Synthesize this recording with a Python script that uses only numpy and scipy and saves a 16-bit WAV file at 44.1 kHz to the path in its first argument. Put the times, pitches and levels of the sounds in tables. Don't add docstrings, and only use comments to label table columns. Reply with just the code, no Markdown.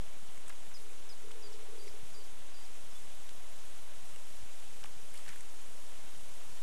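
import sys
import numpy as np
from scipy import signal
from scipy.fft import rfft, irfft
from scipy.io import wavfile
from scipy.ndimage import uniform_filter1d

SR = 44100
rng = np.random.default_rng(int(sys.argv[2]) if len(sys.argv) > 2 else 0)


def pcm_store(signal):
    levels = np.round(np.clip(np.atleast_2d(signal), -1, 1) * 32767)
    wavfile.write(sys.argv[1], SR, levels.astype(np.int16).T)


def natural_amplitude(level_db):
    exponent = np.asarray(level_db, float) / 20
    return 10 ** exponent


N = 291942


def unit(x):
    return x / np.sqrt(np.mean(x ** 2) + 1e-20)


def in_time(rows):
    s, *columns = np.transpose(rows)
    return [np.interp(np.arange(N) / SR, s, c) for c in columns]


def band(x, low_hz, high_hz, order=2):
    return signal.sosfilt(signal.butter(order, [low_hz, high_hz], "band", fs=SR, output="sos"), x)


def drift(rate):
    r = np.exp(-40 * np.pi * rate / SR)
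    noise = rng.standard_normal(N // 20 + 4002)
    slow = signal.lfilter([1], [1, -2 * r, r * r], noise)[4000:]
    return np.interp(np.arange(N) / 20, np.arange(len(slow)), unit(slow))


def ring(clicks, hz, t60):
    r, w = natural_amplitude(-60 / (t60 * SR)), 2 * np.pi * hz / SR
    return signal.lfilter([0, np.sin(w)], [1, -2 * r * np.cos(w), r * r], clicks + 1e-18)


def clicks(per_s, spread_db):
    sizes = natural_amplitude(spread_db * np.minimum(rng.exponential(1, N), 5)) * rng.choice([-1, 1], N)
    return unit(sizes * (rng.random(N) < per_s / SR))


def coloured(source, spectrum, patchy_db):
    points = np.array(spectrum)
    hz = np.maximum(np.fft.rfftfreq(N, 1 / SR), 1)
    place = np.log(hz / points[0, 0]) / np.log(points[-1, 0] / points[0, 0])
    gain_db = np.interp(np.log(hz), np.log(points[:, 0]), points[:, 1], -90, -90)
    shaped = rfft(source) * natural_amplitude(gain_db)
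    together = drift(5.9)
    out = np.zeros(N)
    for k in range(5):
        part = irfft(shaped * np.clip(1 - abs(place * 4 - k), 0, 1), N)
        out += part * natural_amplitude(patchy_db * (0.5 * together + drift(43)))
    return unit(out)


def add(out, start, hz, level_db):
    k, at = np.arange(len(hz)), int(start * SR)
    edges = np.clip(np.minimum(k, k[::-1]) / SR / .002, 0, 1)
    tone = np.sin(2 * np.pi * np.cumsum(hz) / SR)
    out[at:at + len(k)] += np.sqrt(2) * natural_amplitude(level_db) * edges * tone


def cracks(table, t60, below, above, broad):
    decay_s, rise_s = .0017, .0007
    out, t = np.zeros(N), np.arange(512) / SR
    shape = np.exp(-t / decay_s) * np.minimum(t / rise_s, 1)
    for start, level_db, hz in table:
        crack = rng.standard_normal(len(t)) * shape
        ringing = unit(ring(crack, hz, t60))
        scrape = unit(band(crack, hz / below, min(hz * above, 15000)))
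        at = int((start - rise_s) * SR)
        out[at:at + len(t)] += natural_amplitude(level_db) * unit(ringing + broad * scrape)
    return out


# (time [s], mist level [dB])
SPRAY_SWING = [
    (0.1, -60.5),
    (1.03, -60.5),
    (2.03, -59.5),
    (2.43, -61),
    (2.99, -59.5),
    (6.5, -59),
]
# (frequency [Hz], density [dB per Hz])
JET_SPECTRUM = [(180, -18.5), (300, -4.5), (420, -2.5), (570, -0.5), (1000, -3), (1700, -6), (3300, -4.5),
                (4000, -10), (4600, -18), (6000, -58)]
# (frequency [Hz], density [dB per Hz])
MIST_SPECTRUM = [(3500, -6.5), (4600, -5), (5500, -2.5), (7000, -1), (9000, -2.5), (10200, -4),
                 (10800, -6.5), (13400, -8)]


def sprinklers():
    mist_db, = in_time(SPRAY_SWING)
    patter = clicks(per_s=1500, spread_db=1.0)
    jets = coloured(rng.standard_normal(N) + 0.53 * patter, JET_SPECTRUM, patchy_db=0.6)
    mist = coloured(rng.standard_normal(N) + 0.12 * patter, MIST_SPECTRUM, patchy_db=0.67)
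    jets_db = -58.5 + 0.33 * (mist_db - mist_db.mean())
    return natural_amplitude(jets_db) * jets + natural_amplitude(mist_db + 0.5) * mist


# (frequency [Hz], density [dB per Hz])
RUMBLE_SPECTRUM = [(20, 4.5), (60, -6.5), (100, -9), (160, -5.5), (260, -12.5), (400, -18)]


def rumble():
    return natural_amplitude(-67.5) * coloured(rng.standard_normal(N), RUMBLE_SPECTRUM, patchy_db=-1.5)


# (time [s], level [dB], ring pitch [Hz])
DULL_CREAKS = [(0.3753, -56, 2100), (0.4813, -56, 1400), (0.495, -57, 2930), (0.4975, -48, 1400),
               (0.5005, -51, 2140), (0.504, -51, 1680), (0.5253, -56, 2020), (0.7153, -54, 1600),
               (1.309, -52.5, 1150), (1.3148, -54, 2800), (1.3183, -53, 3300), (1.8723, -57, 2630),
               (1.8783, -51, 2600), (4.151, -57, 3150), (4.1598, -52, 2900), (4.832, -54, 1680),
               (4.8395, -46.5, 3000), (4.8443, -46, 1090), (4.8496, -63, 2370), (4.8573, -53, 2930),
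               (4.861, -51.5, 2000), (5.1543, -53, 3530), (5.1923, -54, 1390), (5.262, -55, 2020),
               (5.2798, -49, 1650), (5.2905, -49.5, 1730), (5.3055, -53, 1800), (5.3313, -55, 1900),
               (5.3595, -55, 1640), (5.4076, -55, 2070)]
# (time [s], level [dB], ring pitch [Hz])
BRIGHT_CREAKS = [(0.37, -59, 7970), (0.378, -54, 8400), (0.4812, -47, 8500), (0.4832, -53, 8400),
                 (0.495, -48, 8700), (1.3155, -54, 9000), (1.878, -57, 4200), (4.1598, -54, 8270),
                 (4.8395, -48.5, 5800), (4.8443, -56, 9400), (4.8573, -53, 9100), (5.1406, -51, 10030),
                 (5.1543, -54, 9900), (5.177, -52, 4650), (5.2798, -53, 4300), (5.2905, -49.5, 5760),
                 (5.3595, -53, 10100), (5.4076, -47.5, 8400)]


def creaks():
    dull = cracks(DULL_CREAKS, t60=.008, below=1.55, above=1.5, broad=.9)
    bright = cracks(BRIGHT_CREAKS, t60=0.0077, below=1.36, above=1.25, broad=1.0)
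    return natural_amplitude(-6.0) * dull + natural_amplitude(-7.0) * bright


# (frequency [Hz], level [dB], t60 [s])
SHELL_LOW = [(1080, -15, 0.016), (1500, -12, 0.014), (1900, 2.5, 0.011), (2168, 10.5, 0.0055),
             (2980, -1, 0.009), (3420, 1, 0.0086)]
# (frequency [Hz], level [dB], t60 [s])
SHELL_HIGH = [(5800, -3, .0025), (7100, -1, 0.0025), (8400, 10, 0.0015), (10300, 1, 0.0017),
              (11800, 1, 0.0016)]
# (time [s], length [s], low level [dB], low centre [Hz], high level [dB])
FINGER_STROKES = [
    (0.45, 0.061, -63, 3120, -64),
    (5.127, 0.15, -64, 3020, -60),
    (5.27, 0.14, -58.5, 1500, -62),
]


def rubbing():
    attack_s, fade_db = .015, -11
    grains, out, t = clicks(per_s=900, spread_db=4.0), np.zeros(N), np.arange(N) / SR
    for start, length, low_db, low_hz, high_db in FINGER_STROKES:
        edges = np.clip(np.minimum(t - start, start + length - t) / attack_s, 0, 1)
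        stroke = edges * natural_amplitude(fade_db * np.clip((t - start) / length, 0, 1))
        for modes, rub_db, rub_hz in ((SHELL_LOW, low_db, low_hz), (SHELL_HIGH, high_db, 8800)):
            for hz, level_db, t60 in modes:
                nearness_db = -14 * abs(np.log2(hz / rub_hz))
                mode_gain = natural_amplitude(rub_db + level_db + nearness_db - 12.0)
                slips = np.roll(grains, int(hz))
                out += ring(mode_gain * stroke * slips, hz, t60)
    return out


# (time [s], level [dB], pitch [Hz], length [s], final fall [Hz])
WHISTLES = [
    (0.738, -54.5, 4860, 0.045, 1250),
    (1.088, -55.5, 4890, .051, 1300),
    (1.42, -56, 4640, .07, 420),
    (1.781, -61, 4630, .11, 29.7),
    (2.136, -59, 4630, 0.096, 110),
    (2.537, -61, 4630, .105, 40),
]
# (time [s], level [dB], from [Hz], to [Hz], length [s])
FLICKS = [
    (1.525, -59, 5730, 3920, 0.018),
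    (1.872, -61, 6200, 4650, .022),
    (2.236, -61, 6300, 4350, 0.02),
    (2.641, -61, 5900, 3880, 0.027),
    (2.912, -66, 5700, 4760, .02),
    (2.943, -62.5, 3400, 3530, 0.042),
]


def bird():
    drop_hz, drop_s, lift_s = 1930, .0055, .03
    attack_s, release_s = .007, .012
    out, waver = np.zeros(N), 28 * drift(28)
    for start, level_db, hz, length, fall_hz in WHISTLES:
        t = np.arange(int(length * SR)) / SR
        lift_hz = 230 * min(1, 0.485 + fall_hz / 700)
        pitch = hz + drop_hz * np.exp(-(t / drop_s) ** 1.22)
        pitch += np.interp(t, [lift_s / 2, lift_s, length], [0, lift_hz, lift_hz - fall_hz])
        shape_db = np.interp(t, [0, attack_s, length - release_s, length], [-7, 0, 0, -8])
        catch = np.exp(-((t - .064) / .006) ** 2)
        pitch += waver[int(start * SR):][:len(t)] - 100 * np.sqrt(catch)
        add(out, start, pitch, level_db + shape_db - 11 * catch - 56 * t)
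    for start, level_db, from_hz, to_hz, length in FLICKS:
        add(out, start, np.linspace(from_hz, to_hz, int(length * SR)), level_db)
    out = out * natural_amplitude(1.1 * drift(70))
    return out + natural_amplitude(-16) * np.roll(out, int(0.03 * SR))


# (time [s], length [s], level [dB], pitch [Hz], fade [dB])
COOS = [
    (0.793, 0.34, -64, 413, -5.5),
    (1.205, 0.45, -60.5, 426, 0),
    (1.664, 0.37, -57, 422.5, -7.5),
    (2.15, 0.081, -61, 414, -7),
]


def pigeon():
    out, t = np.zeros(N), np.arange(N) / SR
    wobble, flutter = drift(84.5), drift(13.3)
    throb = 1 + .9 * np.sin(2 * np.pi * np.cumsum(36 * (1 + .35 * flutter)) / SR)
    rasp = 0.79 * unit(band(rng.standard_normal(N), 358, 510))
    for start, length, level_db, hz, fade_db in COOS:
        edges = np.clip(np.minimum(t - start, start + length - t) / 0.012, 0, 1)
        tone = np.sin(2 * np.pi * np.cumsum(hz * (1 + 0.0402 * wobble)) / SR)
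        phrase_db = level_db - 0.5 + fade_db * np.clip((t - start) / length, 0, 1)
        out += natural_amplitude(phrase_db) * edges * (tone * throb + rasp)
    return band(out * natural_amplitude(1.3 * drift(30)), 280, 620)


# (time [s], peak level [dB], sign and size)
SNAPS = [
    (1.3128, -36, -1.1),
    (1.878, -44, 1),
    (3.2928, -30.5, -1.2),
    (4.1614, -43, 1),
    (4.1505, -47, 1),
    (5.263, -36, 0.92),
    (5.2812, -41, -1),
    (5.3316, -44, -1),
]


def snaps():
    out = np.zeros(N)
    for start, peak_db, sign in SNAPS:
        out[int(start * SR)] = sign * natural_amplitude(peak_db + 6)
    return band(out, 900, 5800, order=1)


# (time [s], peak level [dB], pitch [Hz])
BUMPS = [(1.905, -50.5, 75), (2.036, -45.5, 86), (2.35, -58, 70), (2.41, -57, 90), (4.15, -53, 99),
         (4.378, -55, 34.4), (4.414, -49, 64.4), (4.433, -43, 61), (4.461, -59, 60), (5.153, -52, 70),
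         (5.3, -58, 90.5)]


def bumps():
    out, t = np.zeros(N), np.arange(int(.09 * SR)) / SR
    for start, peak_db, hz in BUMPS:
        at = int((start - .004) * SR)
        swing = np.sin(2 * np.pi * hz * t) * np.exp(-t * hz / 0.31)
        out[at:at + len(t)] -= natural_amplitude(peak_db + 6.5) * swing
    return out


def scene():
    surroundings = sprinklers() + rumble() + bird() + pigeon()
    handling = creaks() + rubbing() + snaps() + bumps()
    return (surroundings + handling)[None]


def electrical_pulses():
    period, start, length = 1323, 887, 114
    phase = (np.arange(N) - start) % period
    pulse = uniform_filter1d(1. * (phase < length), size=22)
    return natural_amplitude(-56.0) * (pulse - pulse.mean())


def weak_band_dropout(x, low_hz, high_hz, keep_db):
    sos = signal.butter(3, [low_hz, high_hz], "band", fs=SR, output="sos")
    part = signal.sosfiltfilt(sos, x)
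    blocks = part[0, :N // 1024 * 1024].reshape(-1, 1024)
    kept = np.sqrt(np.mean(blocks ** 2, axis=1)) > natural_amplitude(keep_db)
    gate = np.interp(np.arange(N), np.arange(len(kept)) * 1024 + 512, kept)
    return x - .85 * part * (1 - gate)


def roll_off(x):
    return signal.sosfilt(signal.butter(12, 13760, fs=SR, output="sos"), x)


def record(dry):
    x = dry + electrical_pulses()
    x = signal.sosfilt(signal.cheby2(20, 60, 13250, fs=SR, output="sos"), x)
    x = weak_band_dropout(x, 100, 180, keep_db=-69.5)
    return roll_off(x - .0446)


dry = scene()
out = record(dry)
pcm_store(out)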